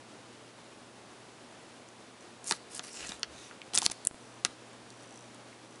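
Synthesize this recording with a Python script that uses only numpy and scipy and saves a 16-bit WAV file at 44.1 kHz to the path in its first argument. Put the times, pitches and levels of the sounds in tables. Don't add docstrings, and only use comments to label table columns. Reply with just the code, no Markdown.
import sys
import numpy as np
from scipy import signal
from scipy.fft import rfft, irfft
from scipy.io import wavfile
from scipy.ndimage import uniform_filter1d, map_coordinates

SR = 44100
rng = np.random.default_rng(int(sys.argv[2]) if len(sys.argv) > 2 else 0)


def wrap_up_sound(samples):
    columns = np.atleast_2d(samples).T
    tamed = np.clip(columns, -1, 1)
    steps = np.round(tamed * 32767).astype(np.int16)
    wavfile.write(sys.argv[1], SR, steps)


N = 255767
TIME = np.arange(N) / SR
HZ = np.fft.rfftfreq(N, 1 / SR)
BAND_LIMIT_HZ = 11050


def amp(db):
    return 10 ** (np.asarray(db) / 20)


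def unit(x):
    return x / np.sqrt(np.mean(x ** 2) + 1e-20)


def value_at(points, hz):
    point_hz, value = np.transpose(points)
    return np.interp(np.log(hz + 1), np.log(point_hz + 1), value)


def colour(x, spectrum):
    return irfft(rfft(x) * amp(value_at(spectrum, HZ)), N)


def resonance(hz, centre_hz, q):
    return 1 / (1 + 1j * q * (hz / centre_hz - centre_hz / (hz + 1e-3)))


def drift(seconds):
    width = max(int(seconds * SR), 1)
    return unit(uniform_filter1d(uniform_filter1d(rng.standard_normal(N), width), width))


def add(mix, start_s, sound):
    part = mix[round(start_s * SR):][:len(sound)]
    part += sound[:len(part)]


def swell(start, rise, fall, sharpness=1.32):
    out, active = np.zeros(N), (TIME > start) & (TIME < start + rise + fall)
    progress = np.interp(TIME[active], [start, start + rise, start + rise + fall], [0, 1, 0])
    out[active] = np.sin(np.pi / 2 * progress) ** sharpness
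    return out


def swells(rows):
    return np.sqrt(sum((amp(db) * swell(start, rise, fall)) ** 2 for start, rise, fall, db in rows))


# time_s, level_db
HUM_LEVELS = [(0, -64.5), (2.9, -68), (4.3, -62), (5.8, -62.5)]
# start_s, rise_s, fall_s, level_db
BUZZ_SPELLS = [(2.185, .03, .025, -63), (4.15, 0.1, 0.45, -68.5), (4.8, 0.3, .12, -64),
               (5.06, 0.12, .11, -59.5), (5.62, 0.13, .15, -68)]

def mains(mains_hz=60, octave_db=-2.0, waver_db=1.5, upper_db=-9.5, uneven_db=2.5):
    cycles = mains_hz * TIME
    hum = unit(np.sin(2 * np.pi * 2 * cycles) + amp(octave_db) * np.sin(2 * np.pi * 4 * cycles))
    ticks = np.diff(np.floor(cycles + .5), prepend=0) * amp(uneven_db * rng.standard_normal(N))
    ring = resonance(HZ, 5920, q=16) ** 2 + amp(upper_db) * resonance(HZ, 8000, q=4.4) ** 2
    buzz = unit(irfft(rfft(ticks) * ring, N))
    hum_db = np.interp(TIME, *np.transpose(HUM_LEVELS)) + waver_db * drift(0.022)
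    return amp(hum_db) * hum + swells(BUZZ_SPELLS) * buzz


# frequency_hz, density_db
HISS_SPECTRUM = [(25, -30), (90, -14), (165, -9), (225, -3), (275, -3.5), (315, -1.5), (400, -4.5),
                 (600, -5.5), (1000, -8.5), (2000, -14), (3500, -16), (6000, -20), (10500, -24),
                 (12000, -35)]

def hiss(level_db=-53, flicker_db=0.62):
    noise = unit(colour(rng.standard_normal(N), HISS_SPECTRUM))
    return noise * amp(level_db + flicker_db * drift(0.034))


# frequency_hz, t60_s
ROOM_DECAY = [(200, -2), (1000, 0.65), (4000, 0.97), (10000, 0.76)]
# frequency_hz, gain_db
ECHO_SPECTRUM = [(100, -5), (300, 1), (1200, 5), (3000, 0), (6000, -4.5), (11000, -5.5)]

def room_echo(x, scatter_db=-11.5, scatter_s=0.01, wall_db=-19.0, wall_s=.0077, tail_db=-23.5):
    t = TIME[:SR // 2]
    scatter = rng.standard_normal(len(t)) * (rng.random(len(t)) < .1)
    scatter *= np.exp(-t / scatter_s) * (t > .0015)
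    hz, frame_s, bands = signal.stft(rng.standard_normal(len(t)) * (t > .006), SR, nperseg=256)
    t60 = np.maximum(value_at(ROOM_DECAY, hz), .05)[:, None]
    tail = signal.istft(bands * amp(-60 * frame_s / t60), SR)[1][:len(t)]
    response = amp(scatter_db) * scatter / np.linalg.norm(scatter)
    response += amp(tail_db) * tail / np.linalg.norm(tail)
    response[round(wall_s * SR)] += amp(wall_db)
    return colour(signal.fftconvolve(x, response)[:N], ECHO_SPECTRUM)


# start_s, depth_db, recovery_s
LEVEL_DIPS = [(3.864, -17, 0.015), (4.074, -12.5, 0.042)]

def dip_gain():
    return amp(sum(db * (TIME > start) * np.exp(-abs(TIME - start) / recovery)
                   for start, db, recovery in LEVEL_DIPS))


# start_s, rise_s, fall_s, level_db
HAND_MOVES = [(2.92, 0.177, 0.16, -62.5), (3.2, 0.14, 0.12, -67)]
# start_s, level_db
SOFT_POPS = [(3.775, -21), (3.8636, -16.5), (3.8993, -26.5), (4.0717, -23), (4.112, -27), (4.1446, -29.5),
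             (4.4489, -24.5), (4.4912, -37)]

def rumble_and_pops(pop_rise_s=.00006, pop_decay_s=0.00028):
    rumble = irfft(rfft(rng.standard_normal(N)) * resonance(HZ, centre_hz=71, q=2.3) ** 2, N)
    out = swells(HAND_MOVES) * unit(rumble)
    t = TIME[:SR // 20]
    pop = -np.exp(-t / pop_decay_s) * (1 - np.exp(-t / pop_rise_s))
    for start, db in SOFT_POPS:
        add(out, start, amp(db) * pop)
    return out


# time_s, lag_s
REFLECTION_LAG = [(2.45, .00045), (2.9, .00069), (3.0, .00073), (3.1, 0.0008), (3.5, .00082)]

def desk_comb(x, mirror_db=-18.0):
    lag = np.interp(TIME, *np.transpose(REFLECTION_LAG))
    mirrored = map_coordinates(x, [(TIME - lag) * SR], order=3)
    return (x + amp(mirror_db) * mirrored) / np.hypot(1, amp(mirror_db))


def friction(spectrum, slips_per_s, spread_db, smooth, judder_db):
    sizes = amp(spread_db * np.minimum(rng.exponential(1, N), 4))
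    slips = sizes * rng.choice([-1, 1], N) * (rng.random(N) < slips_per_s / SR)
    rub = colour(unit(slips) + smooth * rng.standard_normal(N), spectrum)
    return unit(rub * amp(judder_db * drift(0.003)))


# frequency_hz, density_db
EDGE_SPECTRUM = [(1500, -26), (3500, -8.5), (4800, -1.5), (5800, -2), (6600, -4), (7600, -3), (9000, 0),
                 (10300, -2.5), (11200, 0)]
FACE_SPECTRUM = [(100, -12), (260, 0), (600, -0.5), (1000, -3), (1400, -2.5), (2100, -1), (2800, 1.5),
                 (3300, -4.5), (4200, -2.5), (6000, -5), (9000, -11.5)]
# start_s, rise_s, fall_s, edge_db, face_db,
# catch_db, low_mode_hz, high_mode_hz, mode_db (relative to the friction)
PUSHES = [(2.435, 0.068, .028, -40.5, -51, -26, 6700, 9100, -5),
          (2.515, .031, 0.037, -46.5, -51, -38, 4300, 6000, -12),
          (2.685, 0.081, 0.044, -43.5, -55, -35, 7340, 10600, -10),
          (2.819, 0.027, 0.1, -47.5, -52, -40, 5470, 9900, -10.5),
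          (2.879, 0.091, 0.1, -50, -55.5, -34, 5450, 7400, -0.5),
          (2.941, 0.1, 0.037, -60, -43.5, -40, 2740, 7150, -11),
          (3.02, 0.0114, 0.02, -58, -44.5, -40, 1600, 2800, -5),
          (3.03, 0.048, 0.12, -48.5, -48.5, -37, 3820, 7450, -7),
          (3.066, 0.0038, 0.0088, -45.5, -50, -34, 6900, 7840, 2),
          (3.27, 0.16, 0.11, -57.5, -56, -38, 3720, 6100, -3.5),
          (3.732, 0.0125, 0.032, -44, -41.5, -19, 7000, 9000, -18),
          (3.772, 0.007, 0.017, -43, -37, -12, 7470, 9600, -10),
          (3.791, 0.05, 0.044, -41, -44.5, -22, 6060, 8870, -13),
          (3.839, 0.014, 0.011, -36, -43.5, -15, 4600, 5970, -10),
          (3.91, 0.0074, 0.0046, -33, -37.5, -27, 6700, 9140, -5)]

def slide():
    edge = friction(EDGE_SPECTRUM, slips_per_s=2900, spread_db=6.5, smooth=0.58, judder_db=1.5)
    face = friction(FACE_SPECTRUM, slips_per_s=5000, spread_db=5.5, smooth=1.07, judder_db=3.5)
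    start, rise, fall, edge_db, face_db, *_ = np.transpose(PUSHES)
    edge *= swells(zip(start, rise, fall, edge_db))
    face *= swells(zip(start, rise, fall, face_db))
    return edge + face


def bending_modes(q=4.8, glide_octaves=0.12, size=16384):
    out, hz = np.zeros(N), np.fft.rfftfreq(size, 1 / SR)
    for start, rise, fall, edge_db, face_db, _, low_hz, high_hz, mode_db in PUSHES:
        glide = 2 ** (-glide_octaves * np.clip((TIME[:size] - rise) / (rise + fall), -1, 1))
        push = swell(start, rise, fall)[round(start * SR):][:size]
        drive = np.hypot(amp(edge_db), amp(face_db)) * push
        for mode_hz in low_hz, high_hz:
            ring = irfft(rfft(rng.standard_normal(size)) * resonance(hz, mode_hz, q) ** 2)
            shift = np.exp(2j * np.pi * np.cumsum(mode_hz * (glide - 1)) / SR)
            gliding = (signal.hilbert(ring) * shift).real
            add(out, start, amp(mode_db) * drive * unit(gliding) / np.sqrt(2))
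    return out


def catches(gap_s=.005, jitter=.45, centre_hz=6450, spread_octaves=0.11, chatter=0.95,
            knock_db=-36, knock_hz=1100, lift_db=2, count=64):
    rows = []
    for start, rise, fall, _, _, catch_db, low_hz, high_hz, _ in PUSHES:
        push = swell(start, rise, fall)
        times = start + gap_s * (np.arange(count) + jitter * rng.uniform(-1, 1, count))
        pitches = centre_hz * 2 ** (spread_octaves * rng.uniform(-1, 1, count))
        bends = (low_hz, lift_db, high_hz, lift_db)
        for time_s, pitch_hz in zip(times, pitches):
            if start < time_s < start + rise + fall:
                db = catch_db + 20 * np.log10(push[round(time_s * SR)] + 1e-9)
                rows.append((time_s, db, pitch_hz, db + knock_db, knock_hz, chatter, *bends))
    return snaps(rows)


# pitch_hz, level_db, t60_s
DESK_MODES = [(191, 12, 0.1), (209, -6, 0.16), (306, 2, 0.02), (381, 10, 0.02), (464, -9.5, 0.074),
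              (751, -5, 0.028), (879, -6, 0.03), (955, -3.5, 0.017), (1133, -4.5, 0.02), (1390, 6, 0.0078),
              (1664, -3, 0.021), (1963, 5.5, 0.012), (2550, 1.5, 0.021), (2850, 13, 0.0076)]

def knock(t, centre_hz, low_cut_hz=170):
    mode_hz, mode_db, t60 = np.transpose(DESK_MODES)[:, :, None]
    modes = amp(mode_db - 60 * t / t60) * np.sin(2 * np.pi * mode_hz * t)
    weights = abs(resonance(mode_hz, centre_hz, q=1.0)) ** 2
    signs = rng.choice([-1, 1], mode_hz.shape)
    low_cut = signal.butter(2, low_cut_hz, "high", fs=SR, output="sos")
    sound = signal.sosfilt(low_cut, (weights * signs * modes).sum(0))
    return sound / np.linalg.norm(sound)


# pitch_hz, quality_factor
EDGE_SHARPNESS = [(3800, 1.15), (5000, .85), (7000, 1.1), (9000, 1.9)]
# start_s, level_db, pitch_hz,
# knock_db, knock_hz, chatter_ratio, low_mode_hz, low_lift_db, high_mode_hz, high_lift_db
EDGE_SNAPS = [(1.888, -31.5, 6900, -52, 890, .4, 6000, 14, 8000, 8),
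              (2.4433, -22, 8000, -40, 400, .9, 6000, 3, 9500, 5),
              (2.4727, -14.5, 8000, -36, 400, .9, 6700, 1, 9600, 9),
              (2.478, -15, 7900, -38, 900, .2, 5400, 13, 9800, 2),
              (2.4822, -15, 7600, -38, 900, .3, 6700, 3, 8700, 3),
              (2.4866, -18, 7000, -42, 900, .4, 5400, 4, 9000, 3),
              (2.4945, -12.5, 7000, -35, 900, .9, 6800, 6, 9000, 2),
              (2.4976, -17, 7400, -40, 900, .5, 6800, 7, 9200, 1),
              (2.5005, -15, 7000, -42, 900, .4, 6700, 5, 9100, 3),
              (2.5045, -17, 6700, -35, 900, .5, 6700, 4, 9200, 3),
              (2.5074, -18, 7000, -36, 900, .4, 6700, 4, 8800, 3),
              (2.5105, -2.5, 4630, -10, 1750, 0.8, 4500, 10, 9200, 13),
              (2.5111, -3.5, 1000, -28, 900, .2, 900, 16.5, 1740, 15.5),
              (2.5118, -10, 3600, -14, 1050, 0.41, 1930, 15, 5730, 12),
              (2.5135, -26, 4000, -13, 400, .5, 2000, 6, 4300, 0),
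              (2.5166, -15, 7000, -26, 900, .5, 4300, 5, 9600, 8),
              (2.5215, -10, 5800, -25, 805, .2, 4120, 6, 8300, 2),
              (2.5229, -4, 4800, -8.5, 1340, 0.27, 4140, 11, 9300, 9),
              (2.7185, -37, 9100, -42, 1800, .5, 6700, 2, 9600, 2),
              (2.7505, -17.5, 9300, -41.5, 1800, .9, 6700, 2, 10400, 0),
              (2.7715, -24, 8000, -45, 1800, 0.79, 6100, 5, 8100, 5),
              (2.7792, -19, 8400, -45, 1800, .5, 6700, 5, 9600, 3),
              (2.7944, -12.5, 3880, -16.5, 1050, 0.19, 3470, 7, 6600, 13),
              (2.8408, -29, 9300, -29, 1500, 1, 5500, 3, 10500, 9),
              (2.8695, -25, 8200, -42, 1500, .9, 5500, 3, 8800, 4),
              (2.931, -27, 8400, -44, 1500, .6, 5600, 3, 8200, 3),
              (2.9662, -25, 7200, -42, 1500, .7, 5400, 4, 7900, 4),
              (2.9712, -24, 5500, -41, 1800, 1.1, 2650, 22, 7400, 8),
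              (3.092, -15.5, 5200, -20, 362, 1.0, 2790, 11, 7300, 9),
              (3.0955, -21, 4600, -25, 400, 0.87, 2790, 5, 7300, 4),
              (3.1198, -15, 4800, -19, 1200, 1.4, 3770, 15, 5900, 6),
              (3.1545, -35, 6010, -44.5, 1310, 0.4, 3780, 3, 7360, 3),
              (3.1957, -28, 9000, -38.5, 1300, 0.65, 6700, 3, 9640, 1),
              (3.2315, -4, 3680, -17, 1394, 0.3, 2850, 14.5, 5420, 18),
              (3.2322, -9.5, 4800, -28, 800, 0.28, 4320, 17, 6200, 14),
              (3.2329, -17.5, 1390, -34, 900, .2, 1330, 18, 1720, 9),
              (3.3815, -32, 3800, -38, 1500, .8, 3860, 2, 6100, 5),
              (3.5112, -28.5, 1480, -28, 1390, 0.58, 1408, 15, 8800, 8),
              (3.6174, -19.5, 2723, -36, 1800, .3, 2330, 7, 3110, 5),
              (3.7362, -14.5, 3690, -19, 688, 0.43, 2912, 6, 4240, 1),
              (3.7463, -8.5, 5520, -18, 910, 0.65, 3380, 16, 8500, 12),
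              (3.7516, -1.5, 8800, -17.5, 1600, .35, 5330, 14, 8800, 7),
              (3.7563, -11, 6740, -37, 900, 0.47, 5700, 4, 8400, 4),
              (3.7578, -5, 6500, -39, 900, 0.65, 5700, 1, 8400, 2),
              (3.7619, -7, 7460, -24, 1800, .3, 7000, 2, 8800, 3),
              (3.776, 3.5, 5500, -11.5, 1410, 0.72, 3610, 12, 6860, 5),
              (3.7818, -9, 6200, -15, 1500, .5, 3480, 13.5, 7000, 0),
              (3.7832, -5, 8000, -30, 1500, .4, 6900, 4, 9600, 3),
              (3.786, -1.5, 8230, -31, 700, .5, 6900, 6, 10000, 9),
              (3.7878, -4.5, 6500, -20, 900, .5, 3600, 13, 8660, 11),
              (3.8187, -8.5, 4600, -18, 800, .5, 3160, 9, 6600, 5.5),
              (3.8246, -11.5, 975, -29, 1000, .2, 860, 9, 1080, 1),
              (3.8315, -12, 6400, -32.5, 900, .5, 5700, 0, 8450, 3),
              (3.858, -7.5, 6170, -31, 1200, 0.52, 4300, 9, 6700, 3),
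              (3.8633, 6.5, 4800, -10.5, 1100, 0.17, 4370, 5, 9520, 7),
              (3.8997, -16.5, 4660, -21, 900, .55, 4300, 0, 6700, 6),
              (4.051, -12, 9550, -37, 1780, 0.37, 3970, 18, 9600, 6),
              (4.0603, -29, 8300, -48, 1800, .3, 7200, 4, 9600, -2),
              (4.0718, 4, 9500, -21, 1810, 0.13, 2880, 15, 7650, 6),
              (4.4497, 2.5, 5600, -7, 1350, 0.36, 2700, 8, 4230, 2.5),
              (4.4504, -19, 2680, -16.5, 480, 0.33, 1500, 0, 3300, -8),
              (4.7325, -37.5, 8000, -52, 1800, .5, 7300, 6, 8600, 3),
              (4.9043, -27, 5760, -47, 1820, .4, 4400, 3, 7200, 2),
              (5.034, -35, 8800, -52, 1800, .4, 7800, 2, 9400, 3),
              (5.3468, -31, 8250, -42, 600, 0.52, 7700, 5, 9600, -3),
              (5.5285, -30, 2200, -40, 1900, 1.2, 2100, 14, 2680, -3)]

def snaps(rows, chatter_s=0.00072, bend_q=8.8, size=4096):
    out, t, hz = np.zeros(N), TIME[:size], np.fft.rfftfreq(size, 1 / SR)
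    in_band, fade = hz < BAND_LIMIT_HZ, 1 - (t / t[-1]) ** 2
    for start, db, pitch_hz, knock_db, knock_hz, chatter, low_hz, low_db, high_hz, high_db in rows:
        rattle = rng.standard_normal(size) * np.exp(-t / chatter_s) * (1 - np.exp(-2 * t / chatter_s))
        blow = 1 + chatter * rfft(rattle) / np.linalg.norm(rattle)
        spectrum = blow * resonance(hz, pitch_hz, value_at(EDGE_SHARPNESS, pitch_hz)) ** 2
        for bend_hz, lift_db in (low_hz, low_db), (high_hz, high_db):
            spectrum *= 1 + (amp(lift_db) - 1) * resonance(hz, bend_hz, bend_q)
        edge = irfft(spectrum / np.sqrt(np.mean(abs(spectrum * in_band) ** 2)))
        add(out, start, fade * (amp(db) * edge + amp(knock_db) * knock(t, knock_hz)))
    return out


def scene():
    background = hiss() + mains()
    low_sounds = rumble_and_pops()
    cards = snaps(EDGE_SNAPS) + desk_comb(slide() + bending_modes()) + catches()
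    return (cards + low_sounds + (room_echo(cards) + background) * dip_gain())[None]


def record(dry, ceiling=0.74):
    rounded = dry / (1 + (dry / ceiling) ** 6) ** (1 / 6)
    low_pass = signal.firwin(301, BAND_LIMIT_HZ, window=("kaiser", 7), fs=SR)
    return signal.oaconvolve(rounded, low_pass[None], "same")


dry = scene()
out = record(dry)
wrap_up_sound(out)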